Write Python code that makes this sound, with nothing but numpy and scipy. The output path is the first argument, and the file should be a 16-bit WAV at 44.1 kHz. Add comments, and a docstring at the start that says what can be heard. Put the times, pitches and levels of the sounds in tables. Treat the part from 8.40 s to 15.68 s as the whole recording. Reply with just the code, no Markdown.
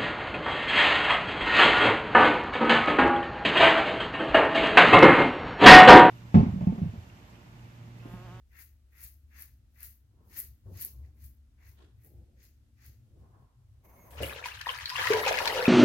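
"""A safety razor scrapes a lathered neck close by, left of the stereo microphone, in a small bathroom:
a dozen short strokes of skin noise, dense hair ticks and a few loud ringing snaps.
Then the tap valve hisses and whistles open, water hits the basin and the razor is swished under it:
bubble swarms on noise, with single drops, glugs and slaps. Behind, a low room mode wavers, a faint drone
hums, weight shifts thud in the floor, a shirt rustles and the counter is knocked softly."""
import sys
import numpy as np
from scipy import signal
from scipy.fft import rfft, irfft, next_fast_len
from scipy.io import wavfile
from scipy.ndimage import map_coordinates

SR = 44100
rng = np.random.default_rng(int(sys.argv[2]) if len(sys.argv) > 2 else 0)


def makeup_ratio(level_db):
    """Linear amplitude ratio for a level in decibels (20 dB per factor of ten)."""
    decades = np.asarray(level_db, float) / 20
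    return 10 ** decades


def dump_mix(stems):
    """Bounce the given channels to the path in sys.argv[1] as a 16-bit WAV at rate SR."""
    frames = np.atleast_2d(stems).T  # one column per channel
    limited = np.clip(frames, -1, 1)  # hard clip at full scale
    pcm = np.round(limited * 32767).astype(np.int16)
    wavfile.write(sys.argv[1], SR, pcm)


N = 321048  # length in samples
SIDES = np.array([[1], [-1]])  # left, right


def unit(x):
    """Scale to rms 1."""
    return x / np.sqrt(np.mean(x ** 2) + 1e-20)


def along(points, hz):
    """Read (f/Hz, value) points on a log frequency axis."""
    f, value = np.transpose(points)
    return np.interp(np.log(hz + 1), np.log(f + 1), value)


def curves(rows, outside=None):
    """One value per sample for each column after the time."""
    s, *columns = np.transpose(rows)
    return [np.interp(np.arange(N) / SR, s, column, outside, outside) for column in columns]


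def wobble(rate):
    """A smooth random curve, rate knots a second."""
    knots = rng.standard_normal(int(N * rate / SR) + 4)
    return map_coordinates(knots, [np.arange(N) * rate / SR])


def swells(start, length, db, rise, fall, climb_db=0):
    """Level/dB: events rise, climb over their length and fall, rates in dB/s; the loudest counts."""
    t = np.arange(0, N + 32, 32)[:, None] / SR
    remaining = 1 - ((t - start) / (abs(length) + 1e-4)).clip(0, 1)
    before, after = (start - t).clip(0), (t - start - abs(length)).clip(0)
    level = db - climb_db * remaining - rise * before - fall * after
    return np.interp(np.arange(N) / SR, t[:, 0], level.max(axis=1))


def filtered(x, response):
    """x times a response of frequency."""
    m = next_fast_len(N + SR // 2)
    return irfft(rfft(x, m) * response(np.fft.rfftfreq(m, 1 / SR)), m)[..., :N]


def coloured(x, spectrum):
    """x through a spectrum, scaled to rms 1."""
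    return unit(filtered(x, lambda hz: makeup_ratio(along(spectrum, hz))))


# Likeness of the two microphone channels: f/Hz, correlation [-1 to 1]
CHANNEL_LIKENESS = [(60, 0.96), (180, 0.88), (550, 0.54), (1650, -0.017), (4970, -0.054), (15000, 0.043)]


def spread(pair):
    """Blend two unrelated signals into left and right, most alike in the bass."""
    def turn(hz):
        return np.arccos(np.clip(along(CHANNEL_LIKENESS, hz), -1, 1)) / 2
    mid, side = filtered(pair, lambda hz: [np.cos(turn(hz)), np.sin(turn(hz))])
    return np.array([mid + side, mid - side])


def placed(x, lag_s):
    """A point source on the left reaches the left port first, by lag_s."""
    return filtered(x, lambda hz: np.exp(1j * np.pi * hz * lag_s * SIDES))


def rush(spectrum, grain_db, per_s):
    """Stereo noise of rms 1, roughened by fast swells."""
    noise = rng.standard_normal((2, N)) * makeup_ratio(grain_db * wobble(per_s))
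    return coloured(spread(noise), spectrum)


# Decay of the tiled room: f/Hz, t60/s
TILE_DECAY = [(300, 0.54), (2000, 0.13), (12000, 0.16)]


def room(x):
    """Tiled walls: a fresh decaying stereo noise tail for each half second of sound."""
    out, step, delay = np.zeros((2, N + 2 * SR)), SR // 2, 130  # samples
    for a in range(0, N, step):
        hz, t, z = signal.stft(rng.standard_normal((2, SR // 2)), SR, nperseg=256)
        decay = makeup_ratio(-60 * t / along(TILE_DECAY, hz)[:, None])
        tail = signal.istft(z * decay, SR, nperseg=256)[1]
        wet = signal.fftconvolve(x[None, a:a + step], tail / np.linalg.norm(tail[0]), axes=1)
        out[:, a + delay:a + delay + wet.shape[1]] += wet
    return spread(out[:, :N])


# Colour of the hush behind everything: f/Hz, relative level/dB
HUSH_COLOUR = [(12, -66.5), (20, -26), (55, 3), (114, -19.5), (211, -24.5), (256, -22), (312, -25.5),
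               (401, -33), (722, -37), (1040, -42.5), (1340, -38), (2220, -41), (2620, -40.5),
               (14500, -47.5), (16200, -74.5)]


def hush():
    """A faint, nearly steady broadband noise."""
    return makeup_ratio(-65) * rush(HUSH_COLOUR, 0.54, 8)


# Distant drone, before the offset of each tone: t/s, level/dB
DRONE_LEVEL = [(.6, -100), (.9, -81), (1.6, -84.5), (2.9, -77.5), (3.3, -88.5), (4.3, -84), (4.8, -82.5)]


def drone():
    """Two low tones far off, each wandering a little in pitch."""
    tones = 0
    for hz, db in [(227, 5.5), (302, -2.0)]:
        tones = tones + makeup_ratio(db) * np.sin(2 * np.pi * np.cumsum(hz + 3 * wobble(2.3)) / SR)
    return makeup_ratio(curves(DRONE_LEVEL, outside=-120)[0] + 1.7 * wobble(1.5)) * tones


# Resting bass of the house: t/s, room mode level/dB, floor thud level/dB
RESTING_BASS = [(0, -58.5, -75.5), (1.3, -57, -69.5), (3, -59, -69), (4.2, -60.5, -64), (5, -67, -62),
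                (5.7, -62, -63), (6.05, -58.5, -58), (6.7, -59, -52), (7.28, -58, -55)]
# Weight shifts on the floor: t/s, length/s, room mode level/dB, floor thud level/dB
WEIGHT_SHIFTS = [(.65, .01, -50, -59), (1.453, 0.045, -52.5, -67), (2.107, 0.026, -45, -52.5),
                 (2.263, .1, -50.5, -49), (2.593, 0.035, -40.5, -52.5), (2.846, .01, -44, -55),
                 (3.275, 0.016, -50.5, -55.5), (3.775, .01, -47, -53), (4.49, 0.0075, -49, -54.5),
                 (4.794, 0.036, -54, -54.5), (5.17, 0.013, -61, -53), (5.821, 0.012, -36.5, -43.5),
                 (6.43, 0.018, -52, -54.5), (6.59, .01, -52, -51.5)]
# The bass dips briefly: t/s, depth/dB, width/s
BASS_DIPS = [(1.57, 10, 0.024), (2.19, 9.5, 0.078), (5.13, 25, 0.049), (6.5, 14, 0.031)]


def house_bass():
    """Weight shifts excite a wavering room mode near 69 Hz and noisy thuds through the floor."""
    s, length, *peaks = np.transpose(WEIGHT_SHIFTS)
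    t = np.arange(N) / SR
    dip_db = sum(depth * np.exp(-((t - at) / width) ** 2) for at, depth, width in BASS_DIPS)
    levels = []
    for rest, peak in zip(curves(RESTING_BASS), peaks):
        shift_db = swells(s, length, peak, rise=166, fall=150)
        levels.append(np.maximum(rest + 2.9 * wobble(7), shift_db) - dip_db)
    mode_db, thud_db = levels
    mode = makeup_ratio(mode_db) * np.sin(2 * np.pi * np.cumsum(69 + 4 * wobble(32)) / SR)
    thud_colour = [(60, -22.5), (90, 8.5), (125, 4.5), (170, -27), (300, -47)]  # f/Hz, relative level/dB
    return mode + makeup_ratio(thud_db) * rush(thud_colour, 0.97, 20)


def house():
    """The bass and drone, 2 dB stronger on the left, over the hush."""
    return (house_bass() + drone()) * makeup_ratio(SIDES) + hush()


# Body leaning on the counter: t/s, level/dB, t60/s
COUNTER_BUMPS = [(2.261, -64, 0.47), (5.805, -36, 0.3), (5.829, -47.5, 0.43)]


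def bumps():
    """Soft low knocks through the counter: decaying bursts of noise."""
    gate, t = np.zeros(N + SR), np.arange(SR // 2) / SR
    for s, db, t60 in COUNTER_BUMPS:
        gate[round(s * SR):][:len(t)] += makeup_ratio(db - 60 * t / t60) * (1 - np.exp(-t / 0.0036))
    colour = [(90, -23.5), (150, -2.0), (300, -5.0), (600, 2.5), (1500, -53)]  # f/Hz, relative level/dB
    return gate[:N] * rush(colour, 0.66, 60)


# Cloth sliding over the shoulders: t/s, length/s, level/dB, rise/(dB/s), fall/(dB/s)
CLOTH_SLIDES = [(1.81, 0.18, -68, 120, 118), (2.265, 0.023, -55.5, 1100, 63),
                (2.596, 0.091, -70.5, 120, 62), (3.25, .1, -77, 130, 91), (3.404, 0.027, -62, 400, 123),
                (3.652, 0.19, -65.5, 520, 60), (4.5, 0.018, -73, 150, 128), (4.79, .04, -64, 96, 70),
                (4.957, 0.017, -65.5, 200, 103), (5.198, .06, -80, 300, 58), (5.5, 0.3, -68.5, 92, 146)]
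# Cloth rubbed under the hand: t/s, length/s, level/dB, rise/(dB/s), fall/(dB/s)
HAND_RUBS = [(1.85, 0.073, -75.5, 110, 118), (2.27, .03, -73, 700, 39), (3.202, 0.16, -82, 150, 90),
             (3.4, .02, -73.5, 500, 128.5), (4.84, .07, -74.5, 180, 40), (4.937, 0.047, -69.5, 120, 74),
             (5.51, 0.27, -68.5, 170, 150)]
# A finger scuffs the skin: t/s, length/s, level/dB, rise/(dB/s), fall/(dB/s)
FINGER_SCUFF = (3.39, 0.06, -70, 400, 170)
# Colours of slide, rub and scuff: f/Hz, relative level/dB
SLIDE_COLOUR = [(82, -18.5), (140, -8), (177, -7.5), (269, -13), (345, -10.5), (900, -28.5), (1170, -64),
                (1980, -120)]
RUB_COLOUR = [(410, -26), (700, -13), (980, -9.5), (1080, -4.5), (1190, -15.5), (1400, -18), (1700, -23),
              (2210, -35), (3740, -120)]
SCUFF_COLOUR = [(650, -39), (1100, -14), (1340, -2), (1910, -5), (2110, -11), (3510, -3), (4830, -13),
                (12000, -25), (15600, -55), (22000, -120)]


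def shirt():
    """Friction noise: cloth slides and rubs as the body shifts, and a finger scuffs the skin."""
    slide_db = swells(*np.transpose(CLOTH_SLIDES))
    rub_db = swells(*np.transpose(HAND_RUBS))
    scuff_db = swells(*FINGER_SCUFF)
    slide = makeup_ratio(slide_db) * rush(SLIDE_COLOUR, 2.5, 40)
    rub = makeup_ratio(rub_db) * rush(RUB_COLOUR, 1.5, 40)
    return slide + rub + makeup_ratio(scuff_db) * rush(SCUFF_COLOUR, 1.8, 150)


# Hiss of the opening valve: t/s, level/dB
VALVE_HISS = [(5.4, -99), (5.454, -65.5), (5.598, -60), (5.704, -56), (5.708, -62), (5.8, -56)]
# Colour of the hiss: f/Hz, relative level/dB
HISS_COLOUR = [(410, -2), (700, 1), (778, -5.5), (972, 1), (1540, -16), (2140, -6.5), (3390, -28),
               (5590, -23), (6450, -14.5), (7270, -27.5), (9700, -22), (12000, -11.5), (16200, -14.5)]
# Whistles of the valve gap: start t/s, end t/s, start f/Hz, end f/Hz, level/dB
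VALVE_WHISTLES = [(5.437, 5.5, 10000, 15300, -73), (5.465, 5.515, 11300, 12300, -71),
                  (5.535, 5.575, 11000, 11350, -72), (5.575, 5.64, 11900, 12250, -67),
                  (5.63, 5.685, 12050, 11400, -71), (5.5, 5.56, 13400, 15500, -75),
                  (5.56, 5.64, 13300, 14000, -77), (5.64, 5.7, 15200, 14500, -74),
                  (5.515, 5.57, 5950, 6300, -78), (5.585, 5.67, 6750, 6450, -71),
                  (5.525, 5.6, 8300, 9050, -82), (5.56, 5.645, 2170, 2170, -68),
                  (5.47, 5.5, 2150, 2200, -73)]


def valve():
    """Water squeezes through the opening valve: hiss with brief gliding, jittery whistles."""
    out = makeup_ratio(curves(VALVE_HISS, outside=-120)[0]) * rush(HISS_COLOUR, 3.0, 60)
    for start, end, hz0, hz1, db in VALVE_WHISTLES:
        u = np.linspace(0, 1, round((end - start) * SR))
        hz = hz0 + (hz1 - hz0) * np.sqrt(u) + 150 * rng.standard_normal(len(u))
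        fade = np.sqrt(np.sin(np.pi * u).clip(0))
        whistle = makeup_ratio(db) * fade * np.sin(2 * np.pi * np.cumsum(hz) / SR)
        out[:, round(start * SR):][:, :len(u)] += whistle
    return out


def bubbles(s, db, hz, cycles, hold, rise, soft):
    """Damped tones whose pitch climbs near the surface; hold over 1 sustains, then cuts."""
    t = np.arange(round(SR * min(.09, np.max(cycles / hz)))) / SR
    turns = hz[:, None] * t
    life = turns / np.clip(cycles, 2, 200)[:, None]  # 1 = down 60 dB
    decay = makeup_ratio(db[:, None] - 60 * life ** np.clip(hold, .7, 6)[:, None])
    onset = 1 - np.exp(-turns / soft)
    wave = decay * onset * np.sin(2 * np.pi * turns * (1 + rise * life))
    at = np.round(s * SR).astype(int)[:, None] + np.arange(len(t))
    return np.bincount(at.ravel(), wave.ravel(), N + SR)[:N]


def swarm(colour, per_s, hz, width, cycles, start):
    """Random bubbles from start on, drawn per side and spread, rms 1 while they last."""
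    pair = []
    for _ in range(2):
        chance = rng.random((round(per_s * (N / SR - start)), 4))
        s = start + chance[:, 0] * (N / SR - start)
        pitch = np.clip(hz * np.exp(width * (chance[:, 1] - .5)), 200, SR / 3)
        db = along(colour, pitch) / 2 - 4 * np.log(chance[:, 2] + .03)
        lasting = cycles * (.5 + chance[:, 3])
        pair.append(bubbles(s, db, pitch, lasting, np.ones(len(s)), rise=0.19, soft=0.46))
    return unit(spread(np.array(pair))) * np.sqrt(1 - start * SR / N)


# Water, a trickle and then full flow: t/s, gurgle level/dB, splash level/dB, spray level/dB
WATER_FLOW = [(5.705, -60, -70.5, -54), (5.801, -56, -47.5, -74), (5.829, -51.5, -43.5, -41.5),
              (5.957, -51.5, -47.5, -63), (6.036, -57, -49, -67.5), (6.057, -56.5, -43.5, -53),
              (6.161, -75, -51.5, -63.5), (6.255, -82, -52.5, -62.5), (6.274, -53.5, -38, -55),
              (6.33, -55.5, -40, -53), (6.468, -78, -48.5, -59.5), (6.57, -80, -37.5, -51),
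              (6.588, -43.5, -34.5, -50.5), (6.68, -55, -31, -44.5), (6.74, -31.5, -35.5, -47.5),
              (6.843, -42.5, -34.5, -49), (6.878, -34.5, -33.5, -48), (7.05, -36.5, -37, -48.5),
              (7.28, -39, -34, -50)]
# Colours of the three: f/Hz, relative level/dB
GURGLE_COLOUR = [(120, -61), (200, -32), (377, -28.5), (498, -12.5), (687, -19), (954, -11), (1100, -43.5),
                 (1430, -59), (2420, -120)]
SPLASH_COLOUR = [(200, -31), (450, -41), (720, -21.5), (955, -1.5), (1180, -19.5), (1700, -7), (2470, -8),
                 (3100, -11), (6410, -15), (7770, -23), (9000, -29), (11700, -61.5), (19800, -120)]
SPRAY_COLOUR = [(2350, -3), (4000, -19), (4240, -15), (6730, -26), (7790, -4.5), (11400, 6), (15000, -0.5),
                (16200, -1)]


def flow():
    """Gurgle, splash and spray, each a swarm of bubbles mixed with rough noise."""
    # colour, bubbles a second, f/Hz, pitch scatter, cycles, bubbles' share of the power
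    kinds = [(GURGLE_COLOUR, 110, 600, .9, 18, .4),
             (SPLASH_COLOUR, 420, 2300, 1.6, 34, .75),
             (SPRAY_COLOUR, 1200, 9500, 1.1, 10, .4)]
    out = 0
    for db, (colour, *bubbling, share) in zip(curves(WATER_FLOW, outside=-120), kinds):
        bubbly = np.sqrt(share) * swarm(colour, *bubbling, WATER_FLOW[0][0])
        out = out + makeup_ratio(db) * (bubbly + np.sqrt(1 - share) * rush(colour, 4.1, 45))
    return out


# Water slapping the basin: t/s, level/dB
BASIN_SLAPS = [(5.7088, -53), (5.821, -34), (6.0564, -31), (6.1954, -47), (6.2123, -30), (6.3117, -33),
               (6.4578, -32.5), (6.5, -25.5), (6.5643, -28.5), (6.6267, -48.5), (6.6691, -26), (6.734, -20),
               (6.7968, -32), (6.864, -23.5), (6.8796, -19), (6.9254, -27.5), (6.9864, -23), (7.0552, -22),
               (7.0756, -18.5), (7.147, -27.5)]


def slaps():
    """Each slap is a short wide burst of noise."""
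    gate, t = np.zeros(N + SR), np.arange(SR // 10) / SR
    for s, db in BASIN_SLAPS:
        gate[round(s * SR):][:len(t)] += makeup_ratio(db - 60 * t / 0.023) * (1 - np.exp(-t / 0.00083))
    colour = [(250, -48), (600, -26), (1500, 6.5), (5000, 1.5), (8000, -12.5), (12000, -12.5),
              (16000, -19.5)]  # f/Hz, relative level/dB
    return gate[:N] * rush(colour, 2.1, 270)


# Resonances of the basin: f/Hz, width/Hz, relative level/dB
BASIN_MODES = [(996, 26, -5), (1710, 25, -1), (2140, 30, -15), (2524, 45, -3), (2820, 52, -9),
               (3080, 45, -1)]


def basin(x):
    """The basin rings with the water: narrow resonances added to the sound itself."""
    def ring(f):
        return sum(makeup_ratio(db) * 1j * f * w / (c * c - f * f + 1j * f * w) for c, w, db in BASIN_MODES)
    return filtered(x, lambda f: 1 + makeup_ratio(-2) * ring(f))


# Large air pockets: t/s, level/dB, f/Hz, cycles to -60 dB, hold (shape of the decay, at most 6)
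AIR_GLUGS = [(5.804, -25.5, 556, 26, 0.6), (5.829, -26.5, 542, 28, 0.94), (6.057, -30.5, 978, 57, 1.18),
             (6.269, -20, 975, 21, 1.01), (6.29, -32, 1036, 22, 4), (6.516, -38.5, 989, 35, 4.4),
             (6.656, -31.5, 990, 33, 2.4), (6.7035, -15.5, 421, 11, 6.7), (6.734, -21.5, 430.3, 42, 1.9),
             (6.745, -31, 967, 42, 2.5), (6.79, -26.5, 844, 15, 1.7), (6.862, -25.5, 543, 24.5, 1.7),
             (6.87, -24.5, 811, 29, 1.8), (6.91, -21, 631, 24, 1.23), (7.001, -29.5, 963, 22, 1.5),
             (7.064, -23.5, 933, 23, 1.9), (7.145, -30.5, 531, 42, 1.6), (7.177, -23, 504, 19, 1.25),
             (7.192, -23.5, 485, 21.5, 2.6), (7.226, -26.5, 496, 22, 1.8)]
# The loudest small bubbles and drops: t/s, level/dB, f/Hz
LOUD_DROPS = [(5.7823, -33.5, 2800), (5.8327, -17.5, 2790), (5.8955, -25, 2410), (5.9918, -36, 1310),
              (6.0407, -21, 2330), (6.1185, -27.5, 2660), (6.2088, -27.5, 1680), (6.2607, -22, 1800),
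              (6.2921, -13, 2980), (6.3869, -29, 1960), (6.4079, -29.5, 1730), (6.4572, -14, 4150),
              (6.4947, -17.5, 4760), (6.558, -16, 2670), (6.581, -19, 3260), (6.5944, -16.5, 1710),
              (6.6254, -22, 1540), (6.6723, -12.5, 1935), (6.7221, -16.5, 2260), (6.8628, -14, 2540),
              (6.8708, -13, 2420), (6.9312, -18, 2500), (6.9865, -15.5, 2440), (7.003, -21.5, 1320),
              (7.0554, -20.5, 2870), (7.0748, -10, 4120), (7.0988, -17, 1950), (7.1756, -19.5, 2880),
              (7.2549, -10.5, 2480)]
# Lean of the water to the left: f/Hz, left over right level/dB
WATER_LEAN = [(60, 13), (180, 4), (550, 1), (1650, 6), (4970, 4.5), (15000, 1)]


def water():
    """The flow and slaps ring the basin; single glugs and drops sound left, and the tiles answer."""
    glugs = bubbles(*np.transpose(AIR_GLUGS), rise=0.03, soft=0.48)
    count = len(LOUD_DROPS)
    drops = bubbles(*np.transpose(LOUD_DROPS), np.full(count, 31), np.ones(count), rise=0.07, soft=2.16)
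    near = basin(flow() + slaps())
    direct = near + placed(glugs + drops, lag_s=0.00011)
    leaning = filtered(direct, lambda f: makeup_ratio(along(WATER_LEAN, f) / 2 * SIDES))
    to_room = makeup_ratio(-12) * glugs + makeup_ratio(-2.0) * drops + makeup_ratio(-7.5) * near[0]
    return leaning + room(to_room)


# Razor strokes: touch t/s, length/s, skin drag level/dB, rasp level/dB, hair cutting level/dB
RAZOR_STROKES = [(0.121, 0.086, -59.5, -65, -50), (0.527, .12, -61.5, -63, -45.5),
                 (0.915, 0.096, -57.5, -62, -48.5), (1.362, 0.086, -60.5, -62, -44.5),
                 (1.915, 0.071, -56, -55, -39.5), (2.347, 0.073, -59, -53, -38),
                 (2.62, 0.033, -76, -80, -76), (2.768, 0.079, -72.5, -71, -53.5),
                 (3.185, 0.099, -66.5, -70.5, -60), (3.583, 0.078, -76, -78.5, -59),
                 (3.971, 0.075, -70, -68.5, -60.5), (4.375, 0.091, -66, -66.5, -57.5)]
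# Drag, rasp and cutting in a stroke, skin first and hairs last:
# from and until [shares of its length], climb between/dB, rise before/(dB/s), fall after/(dB/s)
STROKE_PHASES = [(0.02, 0.82, 11, 780, 202.5), (.5, 1.04, 6, 314, 193.5), (.6, 0.97, 12, 272, 208)]


def stroke_levels():
    """Level/dB of drag, rasp and cutting; the pressure on the blade varies a little."""
    s, length, *peaks = np.transpose(RAZOR_STROKES)
    levels = []
    for db, (a, b, climb_db, rise, fall) in zip(peaks, STROKE_PHASES):
        level = swells(s + a * length, (b - a) * length, db, rise, fall, climb_db)
        levels.append(level + 0.5 * wobble(35))
    return levels


def tick_burst():
    """Time/s and the shape of one tick, which peaks after 0.4 ms."""
    t = np.arange(120) / SR
    return t, t / .0004 * np.exp(1 - t / .0004)


# Colours of the skin drag and the rasp: f/Hz, relative level/dB
DRAG_COLOUR = [(350, -17.5), (600, -26), (1210, -14), (1950, -1), (2740, -10), (3180, -29.5), (3500, -16.5),
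               (4550, -64), (7700, -120)]
RASP_COLOUR = [(1760, -22.5), (2800, -3), (3400, -7), (3980, -2.5), (4310, 1.5), (6020, 0), (6520, 3.5),
               (8500, -16.5), (11000, -36), (18700, -120)]


def skin(drag_db, rasp_db):
    """The head drags and rasps on wet skin: two bands of rough friction noise."""
    return makeup_ratio(drag_db) * rush(DRAG_COLOUR, 1.0, 150) + makeup_ratio(rasp_db) * rush(RASP_COLOUR, 1.7, 250)


# Colour of the hair cutting: f/Hz, relative level/dB
CUT_COLOUR = [(4120, -48.5), (7000, -19.5), (8160, -19), (9980, -14.5), (11000, -6.5), (12400, -4.5),
              (15800, -7.5)]


def cutting(cut_db):
    """The blade cuts hairs in dense tiny ticks, some 700 a second, over rough noise."""
    happens, size = rng.random((2, N))
    ticks = (happens < 700 / SR) * makeup_ratio(-4.5 * np.log(size + .01))
    ticks = np.convolve(ticks, tick_burst()[1])[:N] * rng.standard_normal((2, N))
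    return makeup_ratio(cut_db) * (0.6 * coloured(ticks, CUT_COLOUR) + 0.78 * rush(CUT_COLOUR, 1.9, 200))


# Single hairs snapping: t/s, level/dB
HAIR_SNAPS = [(0.1895, -39), (0.6065, -40), (1.0221, -29.5), (1.4057, -38), (1.4309, -29), (1.977, -43),
              (1.9864, -28), (1.9894, -21), (1.9944, -26), (2.0009, -20.5), (2.0176, -30.5), (2.4114, -27),
              (2.4222, -26.5), (2.4245, -29), (2.4274, -34), (2.4466, -32), (2.449, -17.5), (3.6476, -44)]


def snaps():
    """Each loud snap is a burst of three high tones, slightly earlier on the left."""
    hits = np.zeros(N)
    for at, db in HAIR_SNAPS:
        hits[round(at * SR)] = makeup_ratio(db)
    t, burst = tick_burst()
    tones = sum(level * np.sin(2 * np.pi * hz * t) for hz, level in [(11200, .33), (12500, .5), (14300, .54)])
    return placed(np.convolve(hits, burst * tones)[:N], lag_s=.00002)


# Position of the razor: t/s, left over right level/dB
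RAZOR_PAN = [(0, 6.5), (1.5, 4.5), (2, 4.5), (2.5, 2.5), (3.5, 3.5), (4.7, 4)]


def razor():
    """Skin noise, cutting and snaps, panned to the left, with the tiles' answer."""
    drag_db, rasp_db, cut_db = stroke_levels()
    close = skin(drag_db, rasp_db) + cutting(cut_db) + snaps()
    return close * makeup_ratio(curves(RAZOR_PAN)[0] / 2 * SIDES) + makeup_ratio(-8.5) * room(close[0])


def scene():
    """Everything in the bathroom."""
    return house() + shirt() + bumps() + valve() + water() + razor()


def top_cut(x):
    """Nothing passes above the cut-off."""
    return signal.sosfilt(signal.butter(12, 17040, fs=SR, output="sos"), x)


def record(dry):
    """The microphone channels end sharply at 15.9 kHz."""
    mix = filtered(dry, lambda hz: hz < 15900)
    return top_cut(mix)


dry = scene()
out = record(dry)
dump_mix(out)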